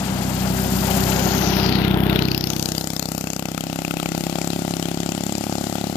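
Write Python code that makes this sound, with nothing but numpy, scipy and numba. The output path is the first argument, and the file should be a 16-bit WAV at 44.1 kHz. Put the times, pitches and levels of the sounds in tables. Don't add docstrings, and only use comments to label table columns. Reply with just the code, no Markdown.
import sys
import numpy as np
from scipy import signal
from scipy.fft import rfft, irfft
from scipy.io import wavfile
from scipy.ndimage import uniform_filter1d
from numba import njit

SR = 44100
rng = np.random.default_rng(int(sys.argv[2]) if len(sys.argv) > 2 else 0)


def bounce(signal):
    frames = np.transpose(np.atleast_2d(signal))
    limited = np.clip(frames, -1, 1)
    pcm = np.round(limited * 32767).astype(np.int16)
    wavfile.write(sys.argv[1], SR, pcm)


def field_ratio(decibels):
    return 10 ** (np.asarray(decibels, dtype=float) / 20)


N = 262836
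NEAREST_S = 1.997


def unit(x):
    return x / np.sqrt(np.mean(x ** 2))


def curves(table):
    s, *columns = np.transpose(table)
    return [np.interp(np.arange(N) / SR, s, c) for c in columns]


def step(at_s, over_s):
    return 0.5 + 0.5 * np.tanh((np.arange(N) / SR - at_s) / over_s / 2)


def bump(at_s, half_s):
    return np.exp(-((np.arange(N) / SR - at_s) / half_s) ** 2)


def walk(rate):
    hold = int(SR / rate)
    levels = np.repeat(rng.standard_normal(N // hold + 1), hold)
    return uniform_filter1d(uniform_filter1d(levels, hold), hold)[:N]


def noise():
    return rng.standard_normal(N)


def delayed(x, delay):
    return np.interp(np.arange(N) - delay, np.arange(N), x)


@njit
def svf(x, hz, width):
    band, low, b, l, g = np.empty(len(x)), np.empty(len(x)), 0., 0., 0.
    for i in range(len(x)):
        if i == 0 or hz[i] != hz[i - 1]:
            g = np.tan(np.pi * hz[i] / SR)
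        k = width[i] / hz[i]
        v = (b + g * (x[i] - l)) / (1 + g * (g + k))
        band[i], low[i] = k * v, l + g * v
        b, l = 2 * v - b, l + 2 * g * v
    return band, low


def band_pass(x, hz, width):
    return svf(x, hz + np.zeros(N), width + np.zeros(N))[0]


def ring(x, modes):
    return unit(sum(field_ratio(db) * band_pass(x, hz, wide_hz) for hz, wide_hz, db in modes))


def notch(x, hz, width, depth=1):
    return x - depth * band_pass(x, hz, width)


def dull(x, hz, damping):
    return svf(x, hz + np.zeros(N), damping * hz + np.zeros(N))[1]


def blend(front, rear, facing):
    return np.sqrt(1 - facing) * front + np.sqrt(facing) * rear


def firings():
    # t/s, firing rate f/Hz
    firing = [(0, 32.019), (.4, 31.649), (.8, 32.145), (.99, 31.82), (1.39, 32.176), (1.59, 31.91),
              (1.99, 32.263), (2.18, 32.0), (2.55, 32.213), (2.85, 32.673), (3.0, 32.524), (3.45, 32.646),
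              (3.6, 32.982), (4.35, 33.804), (4.5, 34.194), (4.8, 33.874), (5.55, 34.833), (5.96, 34.863)]
    hz, = curves(firing)
    turns = 1.005 + np.cumsum(hz) / SR
    draws = rng.standard_normal((400, 10)).clip(-1.7, 1.7)
    jitter, *chance = draws[turns.astype(int)].T
    return turns, turns % 1 / hz + 0.000087 * jitter, chance


def passing():
    facing = 0.025 + 0.975 * step(1.94, 0.28)
    crack = 0.74 * step(1.88, 0.17) * (1 - 0.89 * step(4.1, 0.62))
    crack = crack + 0.14 * bump(5.03, 0.24) + 0.051 * bump(1.1, 0.23)
    bass_hz = 367.7 + 106 * bump(NEAREST_S - 0.15, 0.51) - 68 * bump(2.97, 0.72)
    edge_hz = 7480 + (3470 - 7480) * bump(NEAREST_S, 0.51)
    gap_open = step(1.39, 0.12) * (1 - step(2.47, 0.025))
    gap_db = -8 + (-52 - -8) * gap_open
    return np.clip(facing, 0, 1), np.clip(crack, 0, 1), bass_hz, edge_hz, gap_db


def pulse(since, size, at_s, width_s):
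    return field_ratio(0.76 * size) * np.exp(-((since - at_s) / width_s) ** 2)


def crank_tones(turns):
    crank = [(1, 3.5), (2, 3.5), (3, 3.4), (4, 3.95), (5, 3.5), (6, 2.4), (8, 3.5), (11, 2.6), (12, 4)]
    crank_db = [-21, -5.5, -10, -6, -8.5, 0, -13, -17.5, -6]
    fins_db = -9.5 * bump(0, 0.45)
    tones = 0
    for (multiple, rad), db in zip(crank, crank_db):
        gain = field_ratio(db + fins_db * (multiple > 10) + 0.73 * walk(5.64))
        tones = tones + gain * np.sin(2 * np.pi * multiple * turns + rad)
    return unit(tones)


def case_rumble():
    # f/Hz, width/Hz, level/dB
    case = [(67, 11, -17), (121, 45, 3), (198, 51, 10.5), (226, 77, -3), (377, 19, -16)]
    return 0.48 * ring(noise(), case)


def pipe_thump(blast, lag):
    # f/Hz, width/Hz, level/dB
    pipe_low = [(102, 100, -7), (170.4, 51, 4), (283, 223, -1)]
    pipe = delayed(notch(ring(blast, pipe_low), 74, 75, 0.15), lag)
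    slosh = 0.17 * ring(noise(), [(197, 76, 0.75), (315, 220, 1.5)])
    pipe = notch(unit(pipe), 60, 47, 0.45 * bump(1.5, 0.46)) + slosh
    return pipe + field_ratio(-24.5 + 3.7 * walk(11)) * delayed(pipe, 0.01775 * SR)


def body_booms(blast):
    # f/Hz, width/Hz, level/dB, t/s, half width/s
    booms = [
        (138, 25, -11, 2.32, 0.49),
        (382, 18, -11.5, 2.364, 0.32),
    ]
    total = 0
    for hz, wide_hz, db, s, half_s in booms:
        boom = ring(ring(blast, [(hz, 2 * wide_hz, 0)]), [(hz, wide_hz, 0)])
        total = total + field_ratio(db) * bump(s, half_s) * boom
    return total


def road_cancel(x, edge_hz, facing):
    depth = 0.5 + 0.24 * facing - 0.15 * bump(2.56, 0.13) + 0.11 * bump(2.9, 0.57)
    return unit(notch(x, 1.197 * edge_hz, 0.27 * edge_hz, depth))


def engine_thump(turns, since, size, facing, edge_hz):
    blast = pulse(since, size, 0.0008, 0.0004)
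    lag = -0.001 * SR * (1 - step(2.64, 0.11))
    front = unit(crank_tones(turns) + case_rumble())
    thump = dull(blend(front, pipe_thump(blast, lag), facing), edge_hz, 0.93)
    thump = road_cancel(thump, edge_hz, facing)
    thump = notch(thump, 198, 40, 0.11 * bump(2.37, 0.58))
    return thump + delayed(body_booms(blast), lag)


def frame_rattle(since):
    # f/Hz, width/Hz, level/dB per Hz of width
    frame = [(545, 350, 5), (718, 180, 3), (860, 120, -8.5), (1280, 430, -1), (1570, 170, -14)]
    rattle = field_ratio(2.0 * walk(60)) * (1 + 0.1 * np.exp(-since / 0.00086)) * noise()
    moving_db = -2.5 * bump(2.28, 0.36) + 3.8 * bump(1.27, 0.21)
    total = 0
    for mode in frame:
        db = mode[2] + 10 * np.log10(mode[1]) + 1.0 * walk(14.46) + moving_db
        total = total + field_ratio(db) * ring(rattle, [mode])
    return unit(total)


def pipe_mouth(since, size):
    # f/Hz, width/Hz, level/dB
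    pipe_high = [(648, 290, -1.5), (770, 150, -5), (1202, 170, -6)]
    ragged = 1 + 0.4 * noise()
    snap = pulse(since, size, 0.0015, 0.00022) * ragged
    return unit(field_ratio(1.7 * walk(30)) * notch(ring(snap, pipe_high), 973, 106))


def engine_bark(since, size, facing, edge_hz):
    bark = blend(frame_rattle(since), pipe_mouth(since, size), 0.92 * step(2.64, 0.11))
    bark = dull(dull(bark, 2900, 3.26), 5800, 1.0)
    return road_cancel(bark, edge_hz, facing)


def trees(x):
    s = np.arange(SR // 2) / SR
    t60_s = 0.95
    tail = rng.standard_normal(len(s)) * field_ratio(-60 * s / t60_s) * np.clip(s / 0.011, 0, 1)
    tail = signal.lfilter([1], [1, -0.7], tail)
    return signal.fftconvolve(x, tail / np.sqrt(np.sum(tail ** 2)))[:N]


def breeze():
    return field_ratio(-48 + 2.5 * walk(19)) * ring(noise(), [(29, 35, 0)])


def gas_puff(since):
    opened = np.clip(since - 0.0009, 0, 1)
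    return (1 - np.exp(-opened / 0.0022)) * np.exp(-(opened / 0.0029) ** 2.27)


def gas_band(puff, chance, drift, crack):
    clatter = unit(field_ratio(3.27 * walk(150) + 0.33 * walk(14)))
    puffs = unit(field_ratio(0.12 * chance + 3.05 * drift + 1.14 * walk(6.17)) * puff)
    return blend(clatter, puffs, 0.99 * crack) * noise()


def whistles(puff, chance, crack, sheen):
    pitch_hz = np.clip(3900 / sheen * np.exp(0.47 * chance[1]), 2580, 7600)
    narrow = unit(band_pass(puff * field_ratio(1.6 * chance[0]) * noise(), pitch_hz, 0.07 * pitch_hz))
    other_hz = np.clip(4500 * np.exp(0.383 * chance[3]), 1900, 7600)
    other = unit(band_pass(puff * field_ratio(3.0 * chance[4]) * noise(), other_hz, 220))
    return crack * (0.5 * narrow + 0.36 * other)


def pipe_rings(puff, chance):
    # f/Hz, width/Hz, level/dB, t/s, half width/s
    rings = [(1325, 130, -8.5, 3.63, 0.56), (2620, 160, -12, 3.37, 0.4), (2180, 190, -27, 2.28, 0.1),
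             (3150, 340, -17, 4, 0.14), (3250, 360, -13.5, 5.1, .3), (7300, 540, -14, 5.3, .3),
             (3950, 390, -8.5, 5.77, 0.18), (1350, 270, -10.5, 5.75, 0.11)]
    total = field_ratio(-6) * bump(3.98, 0.51) * ring(puff * noise(), [(2610, 300, 0)])
    for (hz, wide_hz, db, s, half_s), c in zip(rings, chance[::-1]):
        tone = ring(puff * noise(), [(hz, wide_hz, 0)])
        total = total + field_ratio(db + 3.0 * c) * bump(s, half_s) * tone
    return total


def road_comb(gas, edge_hz, gap_db):
    dip_hz = 920 + 2500 * np.clip(np.arange(N) / SR - 2.186, 0, 3)
    dip_depth = 0.89 * step(2.186, 0.037) * (1 - step(3.37, 0.11))
    gas = notch(gas, dip_hz, 0.2 * dip_hz, dip_depth)
    gas = gas + 1.33 * band_pass(gas, 0.988 * edge_hz, 0.13 * edge_hz)
    gas = dull(dull(gas, edge_hz, 1.0), 1.185 * edge_hz, 1.78)
    return notch(gas, 9000, 1800, np.clip(-gap_db / 40, 0, 1))


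def hiss(since, lift, chance, crack, edge_hz, gap_db, hiss_db, fizz_db):
    # f/Hz, width/Hz, level/dB per Hz of width
    gas_modes = [(1405, 168, 4), (2000, 170, 0), (2910, 1300, 2), (4730, 1430, 1), (6600, 2700, 0.5)]
    # t/s, half width/s, level of the lower bands/dB
    sheen_table = [
        (0, 0.79, 3),
        (2.75, 0.46, -2),
        (4.15, 0.89, 1.5),
        (5.4, 0.15, -0.5),
    ]
    puff = gas_puff(since) * lift
    *low, high = (gas_band(puff, chance[0], c, crack) for c in chance[2:])
    sheen = field_ratio(sum(db * bump(s, half_s) for s, half_s, db in sheen_table))
    low = [x * sheen for x in low[:3]] + low[3:]
    gas = 0
    for x, mode in zip(low, gas_modes):
        gas = gas + ring(x, [mode]) * field_ratio(mode[2] + 10 * np.log10(mode[1]))
    gas = unit(gas) + whistles(puff, chance, crack, sheen) + pipe_rings(puff, chance)
    gas = road_comb(gas, edge_hz, gap_db)
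    filled = field_ratio(gap_db + 1.65 * walk(30)) * ring(low[-1] + high, [(10000, 8000, 0)])
    fizz = ring(ring(high, [(15500, 11500, 0)]), [(13800, 45000, 0)])
    fizz = notch(fizz, 5200, 2300)
    fizz = notch(fizz, 6500, 2000, np.clip(-gap_db / 45, 0, 1))
    both = field_ratio(hiss_db) * (unit(gas) + filled) + field_ratio(fizz_db) * unit(fizz)
    hollow_hz = 8800 * (1 + 0.081 * walk(34.92))
    return notch(both, hollow_hz, 4260, np.clip(-gap_db / 45 - 0.15, 0, 1))


def cracks(turns):
    # t/s, peak level/dB, f/Hz
    pipe_cracks = [(2.0952, -17, 2870), (2.1581, -10, 3500), (2.2209, -17, 4280), (2.2514, -44, 2640),
                   (2.3142, -17, 4420), (2.3447, -9, 2710), (2.3771, -12, 4800), (2.408, -13, 5650),
                   (2.4389, -7, 4410), (2.4704, -11, 5930), (2.5018, -4, 6320), (2.5642, -18, 6050),
                   (2.626, -19, 4560), (2.657, -14, 4080), (2.6874, -22, 4260), (2.7183, -17, 4550),
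                   (2.7802, -5, 4800), (2.872, -11, 7320), (2.9024, -15, 4900), (2.9638, -9.5, 5400),
                   (2.9947, -7, 6880), (3.0251, -15, 4300), (3.056, -21, 4400), (3.1793, -15, 6860),
                   (3.2092, -20, 2610), (3.2716, -18.5, 2640), (3.3015, -9, 6320), (3.3324, -11, 6850),
                   (3.3633, -17, 6000), (3.3933, -16.5, 2800), (3.4551, -16.5, 2660), (3.5774, -17.5, 2470),
                   (3.6073, -13.5, 3280), (3.8487, -12, 2620), (3.9091, -9.5, 2540), (3.9989, -14, 3810),
                   (4.0583, -10, 2430), (4.8255, -4, 3100), (5.2361, -7, 7000), (5.3229, -18, 7390)]
    # t/s, peak level/dB, f/Hz
    more_cracks = [(4.0884, -20, 7200), (4.1178, -21, 2620), (4.2964, -20, 2500), (4.4151, -13, 2640),
                   (4.4735, -12, 7650), (4.5024, -13, 4120), (4.5318, -18, 5400), (4.6196, -27, 7610),
                   (4.7374, -16, 4220), (4.7668, -16, 7110), (4.7962, -17, 5170), (4.8257, -12.5, 3080),
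                   (4.8551, -14, 3120), (4.9733, -31, 4600), (5.0028, -17, 3250), (5.0317, -15, 2000),
                   (5.0611, -14, 7450), (5.0906, -15, 4870), (5.119, -15, 6750), (5.1489, -16, 7460),
                   (5.2362, -12, 7100), (5.2647, -11, 7320), (5.3231, -8, 7330), (5.351, -14, 4730),
                   (5.3809, -16, 6000), (5.7541, -15, 3240)]
    cycle = turns.astype(int)
    db, hz = np.full(400, -99.), np.full(400, 3000.)
    s, db_at, hz_at = np.transpose(list(pipe_cracks) + list(more_cracks))
    at = cycle[((s + 0.006) * SR).astype(int)]
    db[at], hz[at] = db_at, hz_at
    return db[cycle], hz[cycle]


def ping(since, crack_db, crack_hz):
    tone = np.sin(2 * np.pi * crack_hz * since + 0.82 * walk(1500))
    return field_ratio(crack_db + 3) * gas_puff(since) * tone


def scene():
    # t/s, level/dB
    level = [(0.0, -23.5), (0.23, -23), (0.58, -21.5), (0.68, -22), (0.73, -21), (0.94, -19), (0.98, -19),
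             (1.21, -20.5), (2.11, -17), (2.37, -25.5), (3.07, -27), (3.12, -26.5), (3.39, -29.5),
             (4.26, -26), (5.26, -27), (5.56, -25.5), (5.94, -26.5), (5.96, -26)]
    t = np.arange(N) / SR
    turns, since, (size, *chance) = firings()
    level_db, = curves(level)
    facing, crack, bass_hz, edge_hz, gap_db = passing()

    bark_db = level_db - 3.5 - 2 * bump(2.88, 0.88)
    thump = engine_thump(turns, since, size, facing, bass_hz)
    bark = engine_bark(since, size, facing, bass_hz)
    body = field_ratio(level_db + 1.32) * thump + field_ratio(bark_db) * bark
    body = body + field_ratio(-19) * trees(body) + breeze() * field_ratio(0.68 * (level_db + 22.0))

    hiss_db = level_db - 3 - 2 * (1 - step(1.0, 0.16))
    hiss_db = hiss_db + 5 * bump(NEAREST_S + 0.11, 0.88) - 9.5 * bump(NEAREST_S, 0.12)
    lost_db = np.clip(np.maximum(14 * (0.66 - t), 3 * (t - 2.3)), 0, 8)
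    fizz_db = level_db - 1 - 10.5 * bump(NEAREST_S - 0.08, 0.35) - lost_db
    crack_db, crack_hz = cracks(turns)
    lift = field_ratio(0.39 * np.clip(crack_db + 21 - level_db - 25, 0, 9))
    air = hiss(since, lift, chance, crack, edge_hz, gap_db, hiss_db, fizz_db)
    air = air + ping(since, crack_db, crack_hz)

    stray = hiss(since, lift, chance, crack, np.full(N, 7500.), -66,
                 0.47 * level_db - 23.0, level_db - 21.0)
    muffled = body + 0.034 * air + stray + 0.12 * trees(body)
    return np.array([body + air, muffled])


def top_cut(x):
    return signal.sosfilt(signal.butter(12, 15940, fs=SR, output="sos"), x)


def record(dry):
    # f/Hz, level/dB, phase/rad
    hand = [(40, -2.5, 0.68), (405, -0.5, -0.98), (504, -14.5, -1.35), (900, -6.5, -0.47),
            (1280, -12.5, -2.07), (3970, -14, -0.85), (7200, -113, -1.1), (12900, -56, -1.1)]
    log_hz = np.log(np.maximum(np.arange(N // 2 + 1) * SR / N, 1))
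    at, db, rad = np.transpose(hand)
    gain = field_ratio(np.interp(log_hz, np.log(at), db))
    muffle = gain * np.exp(1j * np.interp(log_hz, np.log(at), rad))
    x = np.array([dry[0], irfft(rfft(dry[1]) * muffle, N)])
    x = signal.sosfilt(signal.butter(2, 55, "high", fs=SR, output="sos"), x)
    x = np.tanh(0.58 * x) / 0.62
    x = signal.sosfilt(signal.ellip(10, 0.5, 70, 14510, fs=SR, output="sos"), x)
    return top_cut(x)


dry = scene()
out = record(dry)
bounce(out)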